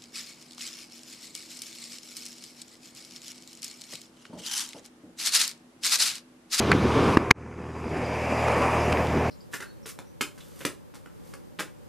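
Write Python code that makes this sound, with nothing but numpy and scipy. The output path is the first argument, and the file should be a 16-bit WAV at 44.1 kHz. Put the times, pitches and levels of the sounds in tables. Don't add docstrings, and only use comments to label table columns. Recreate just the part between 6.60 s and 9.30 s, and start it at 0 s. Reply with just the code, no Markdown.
import sys
import numpy as np
from scipy import signal
from scipy.fft import rfft, irfft, next_fast_len
from scipy.io import wavfile
from scipy.ndimage import uniform_filter1d, map_coordinates

SR = 44100
rng = np.random.default_rng(int(sys.argv[2]) if len(sys.argv) > 2 else 0)


def ratio(d):
    e = np.asarray(d, float) / 20
    return 10 ** e


def pcm_store(signal):
    levels = np.round(np.clip(np.atleast_2d(signal), -1, 1) * 32767)
    wavfile.write(sys.argv[1], SR, levels.astype(np.int16).T)


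N = 119070


def unit(x):
    return x / np.sqrt(np.mean(x ** 2) + 1e-20)


def along(points, hz):
    f, v = np.transpose(points)
    return np.interp(np.log(hz + 1), np.log(f + 1), v)


def curves(rows):
    s, *cols = np.transpose(rows)
    return [np.interp(np.arange(N) / SR, s, c) for c in cols]


def wobble(knots_per_s):
    return map_coordinates(rng.standard_normal(N // 100), [np.arange(N) * knots_per_s / SR])


def filtered(x, response):
    m = next_fast_len(N + 8192)
    return irfft(rfft(x, m) * response(np.fft.rfftfreq(m, 1 / SR)), m)[..., :N]


def rush(spectrum, patchy_db, gate=1):
    z = signal.stft(gate * rng.standard_normal(N), nperseg=512)[2]
    field = uniform_filter1d(rng.standard_normal(z.shape), size=5, axis=0)
    field = uniform_filter1d(field, size=8, axis=1)
    x = signal.istft(z * ratio(patchy_db * unit(field)), nperseg=512)[1][:N]
    return unit(filtered(x, lambda hz: ratio(along(spectrum, hz))))


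# frequency in Hz, level in dB.
SIDE_HUM_SPECTRUM = [(20, -4), (60, 10.5), (200, -19), (500, -26.5), (2000, -35), (8000, -49), (15000, -41)]


def channel_difference():
    return ratio(-52) * rush(SIDE_HUM_SPECTRUM, patchy_db=0.5)


# frequency in Hz, level in dB.
FINE_SPRAY_SPECTRUM = [(5000, -37), (8300, -21), (10000, -4), (12000, -1), (15500, 1)]
# time in seconds, level in dB.
FINE_SPRAY_LEVEL = [
    (0, -50),
    (.5, -66),
    (1.2, -63),
    (2.1, -60),
    (2.35, -48),
    (2.7, -54),
]


def fine_spray():
    level_db, = curves(FINE_SPRAY_LEVEL)
    return ratio(level_db) * rush(FINE_SPRAY_SPECTRUM, patchy_db=-2.0)


# frequency in Hz, level in dB.
SEAM_SPECTRUM = [(1500, -29), (2800, 5), (3600, 3.5), (4500, -1.5), (6500, -7), (8000, -52), (12000, -41)]
# time in seconds, level in dB.
SEAM_LEVEL = [(0, -40.5), (.1, -39.5), (.2, -43.5), (.35, -40), (.45, -40), (.55, -45.5), (.6, -48.5),
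              (.68, -53), (.8, -59), (2.7, -51)]


def seam_hiss():
    level_db, = curves(SEAM_LEVEL)
    return ratio(level_db) * rush(SEAM_SPECTRUM, patchy_db=2.0)


# time in seconds, level in dB.
WIND_LEVEL = [(0, -24.5), (.13, -22), (.3, -23), (.46, -18.5), (.56, -21.5), (.66, -22), (.8, -31),
              (1.0, -30), (1.25, -29.5), (1.35, -24.5), (1.6, -34.5), (1.85, -41), (2.0, -25.5),
              (2.13, -36), (2.32, -28), (2.45, -30.5), (2.58, -25), (2.7, -36)]
# frequency in Hz, level in dB.
BUFFET_SPECTRUM = [(20, -2.5), (50, -9.5), (100, -6.5), (250, -5.5), (420, -5), (600, -21), (1500, -22.5),
                   (4000, -74)]


def wind_buffet():
    level_db, = curves(WIND_LEVEL)
    gust = ratio(0.6 * wobble(14) + 2.4 * wobble(45.53))
    return ratio(level_db) * unit(gust * rush(BUFFET_SPECTRUM, patchy_db=0.4))


# frequency in Hz, level in dB.
OWN_TYRE_SPECTRUM = [(60, -14), (300, -13), (800, -2), (2000, -10.5), (3500, -33), (6000, -18.5),
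                     (10000, -37), (16000, -60)]


def own_tyres(flutter_db):
    return ratio(-41.5 + flutter_db) * rush(OWN_TYRE_SPECTRUM, patchy_db=1.5)


# time in seconds, tyre roar in dB, tread song in dB, spray in dB.
TRAFFIC_LEVELS = [(0, -31, -36, -43.5), (.15, -40, -36, -46), (.4, -31, -30.5, -42.5),
                  (.55, -31.5, -28, -39), (.6, -28.5, -31, -42), (.68, -31.5, -34.5, -57),
                  (.8, -58, -45, -56), (1.25, -43, -37, -45.5), (1.37, -26, -55, -41),
                  (1.7, -28, -36.5, -39.5), (1.9, -24.5, -33.5, -39), (2.02, -25, -26.5, -41),
                  (2.15, -25.5, -31, -39.5), (2.3, -27.5, -36.5, -40), (2.5, -30.5, -39, -46.5),
                  (2.7, -29, -38, -48)]
# frequency in Hz, level in dB.
ROAR_SPECTRUM = [(200, -79), (400, -6), (600, 1), (1000, -7), (1300, -15.5), (2000, -16.5), (3000, -25),
                 (6000, -73)]
# frequency in Hz, level in dB.
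TREAD_SPECTRUM = [(500, -43), (800, -4.5), (1000, 1), (1180, 0.5), (1350, -9), (2000, -41)]
# frequency in Hz, level in dB.
SPRAY_SPECTRUM = [(500, -38), (1500, 2), (3000, 9.5), (5000, 4), (7000, -3.5), (10000, -14.5), (13000, -11),
                  (16000, -24)]


def oncoming_cars(flutter_db):
    roar_db, tread_db, spray_db = curves(TRAFFIC_LEVELS)
    roar = ratio(roar_db) * rush(ROAR_SPECTRUM, patchy_db=0.8)
    tread = ratio(tread_db) * rush(TREAD_SPECTRUM, patchy_db=0.8)
    spray = ratio(spray_db + 0.41 * wobble(60)) * rush(SPRAY_SPECTRUM, patchy_db=2.0)
    return ratio(flutter_db) * (roar + tread) + spray


# start in seconds, crack in dB, snap over crack in dB, length in seconds, ring in Hz.
GRIT_HITS = [(0.1165, -5, -10, .0002, 1500), (.118, -5.5, -11, 0.00071, 1680),
             (0.1193, -10, -9, .0004, 2400), (0.1219, -13.5, -29, 0.00043, 1550),
             (.1271, -14.5, -28, 0.0043, 2100), (.571, 2, -20, 0.00025, 1170),
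             (0.5721, 3, -22, 0.00027, 1260), (.5728, -5, -8, 0.0026, 2040),
             (0.5747, -13, -24, .0005, 2250), (0.7066, -8.5, -5, 0.0024, 1750),
             (.7091, -3, -3, 0.00056, 1680), (.7098, 3, -11, 0.00054, 1565),
             (0.7109, 5, -3.5, 0.00042, 1560), (0.7119, 6.5, -2, 0.00052, 2276),
             (1.704, -32, -5, 0.0011, 1500), (1.883, -17, -10, 0.0028, 1300), (2.02, -27, -3, 0.0031, 2190),
             (2.3233, -20, -3, .0004, 1300), (2.3252, -20, 2, 0.00033, 1480),
             (2.3275, -13.5, -6, .0003, 2400), (2.333, -25, -16, .0003, 1400),
             (2.372, -21.5, -25, 0.0031, 2250), (2.47, -43, 13, .002, 4050)]


def grit():
    rattle_t60_s, ring_t60_s = 0.002, 0.0032
    after_db, after_t60_s = -22, 0.03
    snap_hz = 3800
    out, t = np.zeros(N + SR), np.arange(SR // 8) / SR
    shell_swell = np.sqrt(t) * ratio(-60 * t / ring_t60_s)
    snap_kernel = unit(t[:16] * np.exp(-2 * np.pi * snap_hz * t[:16])) / 8
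    for start_s, crack_db, snap_db, length_s, ring_hz in GRIT_HITS:
        noise = rng.standard_normal((2, len(t)))
        noise[:, 0] = 9, 3.5
        past_s = np.maximum(t - length_s, 0)
        burst = ratio(-60 * past_s / rattle_t60_s)
        shake = noise[0] * (burst + ratio(after_db - 60 * past_s / after_t60_s))
        snap = np.convolve(noise[1] * burst, snap_kernel)[:len(t)]
        ring = signal.fftconvolve(shake, shell_swell * np.sin(2 * np.pi * ring_hz * t))[:len(t)]
        hit = ring / np.abs(ring).max() + ratio(snap_db) * snap
        out[round(start_s * SR):][:len(t)] += ratio(crack_db) * hit
    return out[:N]


# start in seconds, level in dB, frequency in Hz, T60 in seconds.
MOUNT_JOLTS = [(0.13, -17, 180, .03), (0.2, -15, 200, .04), (0.15, -10, 270, 0.025), (.5709, 9, 314, 0.018),
               (.7105, -3, 430, .014), (.7102, -7.5, 790, 0.0077), (.1164, -16, 4500, 0.011),
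               (.1166, -27, 7350, .012), (.5711, -19, 5300, .012), (0.57, -24, 5200, 0.015),
               (.711, -10, 4900, 0.0065), (2, -35, 4800, 0.0068), (.566, -6, 85, .06), (2.316, -16, 83, .1)]


def jolts():
    out, t = np.zeros(N + SR), np.arange(SR // 8) / SR
    for start_s, level_db, hz, t60_s in MOUNT_JOLTS:
        swing = ratio(level_db - 60 * t / t60_s) * np.sin(2 * np.pi * hz * t)
        out[round(start_s * SR):][:len(t)] += swing
    return out[:N]


ENGINE_ORDERS = [1, 2, 3, 4, 5, 6, 7, 8, 10, 12.5, 18]
ENGINE_ORDER_LEVELS = [-45, -30, -33, -38, -44.5, -40, -42.5, -60, -57, -40.5, -50]
# frequency in Hz, level in dB.
EXHAUST_SPECTRUM = [(60, -120), (90, -10), (250, 0), (500, -4), (1200, -14), (3000, -28), (6000, -50),
                    (15000, -90)]


def engine():
    cycle_hz, gate_power = 39.4, 4.4
    phase = 2 * np.pi * np.cumsum(cycle_hz * (1 + 0.0041 * wobble(6.7))) / SR
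    tones = np.zeros(N)
    for order, level_db in zip(ENGINE_ORDERS, ENGINE_ORDER_LEVELS):
        level = np.sqrt(2) * ratio(level_db + 1.2 * wobble(7))
        tones += level * np.sin(order * phase + rng.uniform(0, 2 * np.pi))
    strong_puff = (0.5 + 0.5 * np.cos(phase)) ** gate_power
    weak_puff = 0.84 * (0.5 - 0.5 * np.cos(phase)) ** gate_power
    gate = (strong_puff + weak_puff) * ratio(3.1 * wobble(39))
    return tones + ratio(-33) * rush(EXHAUST_SPECTRUM, patchy_db=-0.15, gate=gate)


# centre in Hz, width in Hz, gain in dB.
SHELL_MODES = [(1747, 35, 5.5), (2420, 856, 10.5), (3860, 2170, -10.5), (4870, 250, 9), (7200, 790, 2.5),
               (8400, 140, 7.5), (10160, 2040, 10)]


def housing(hz):
    return ratio(sum(db / (1 + (2 * (hz - c) / w) ** 2) for c, w, db in SHELL_MODES))


def microphone(hz):
    low_cut_hz, roll_hz, top_hz = 59.5, 11900, 15350
    low = 1j * hz / low_cut_hz
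    bass_cut = (low / (1 + low)) ** 2
    return bass_cut / (1 + (hz / roll_hz) ** 4.6) / (1 + (hz / top_hz) ** 60)


def scene():
    buffet = wind_buffet()
    hiss = seam_hiss()
    drone = engine()
    flutter_db = 0.7 * wobble(35.53)
    road = own_tyres(flutter_db) + oncoming_cars(flutter_db)
    mid = filtered(drone + buffet + road, housing) + hiss + grit() + jolts()
    side = channel_difference()
    mid = mid + fine_spray()
    return np.array([mid + side, mid - side])


def top_cut(x):
    return signal.sosfilt(signal.butter(12, 15610, fs=SR, output="sos"), x)


# start in seconds, slow dip in dB, quick dip in dB.
GAIN_DUCKS = [
    (0.552, 7, 2),
    (0.577, 6, 2),
    (0.718, 15.5, 29),
]


def record(dry):
    recover_db_per_s, attack_s = 13.5, 0.0074
    quick_hold_s, quick_s = 0.018, 0.018
    ceiling = 0.97
    t, slow, quick = np.arange(N) / SR, np.zeros(N), np.zeros(N)
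    for start_s, slow_db, quick_db in GAIN_DUCKS:
        since_s = np.maximum(t - start_s, 0)
        onset = 1 - np.exp(-since_s / attack_s)
        slow = np.maximum(slow, onset * (slow_db - recover_db_per_s * since_s))
        quick += onset * quick_db * np.exp(-np.maximum(since_s - quick_hold_s, 0) / quick_s)
    mix = filtered(dry, microphone) * ratio(-slow - quick)
    return top_cut(np.clip(mix, -ceiling, ceiling))


dry = scene()
out = record(dry)
pcm_store(out)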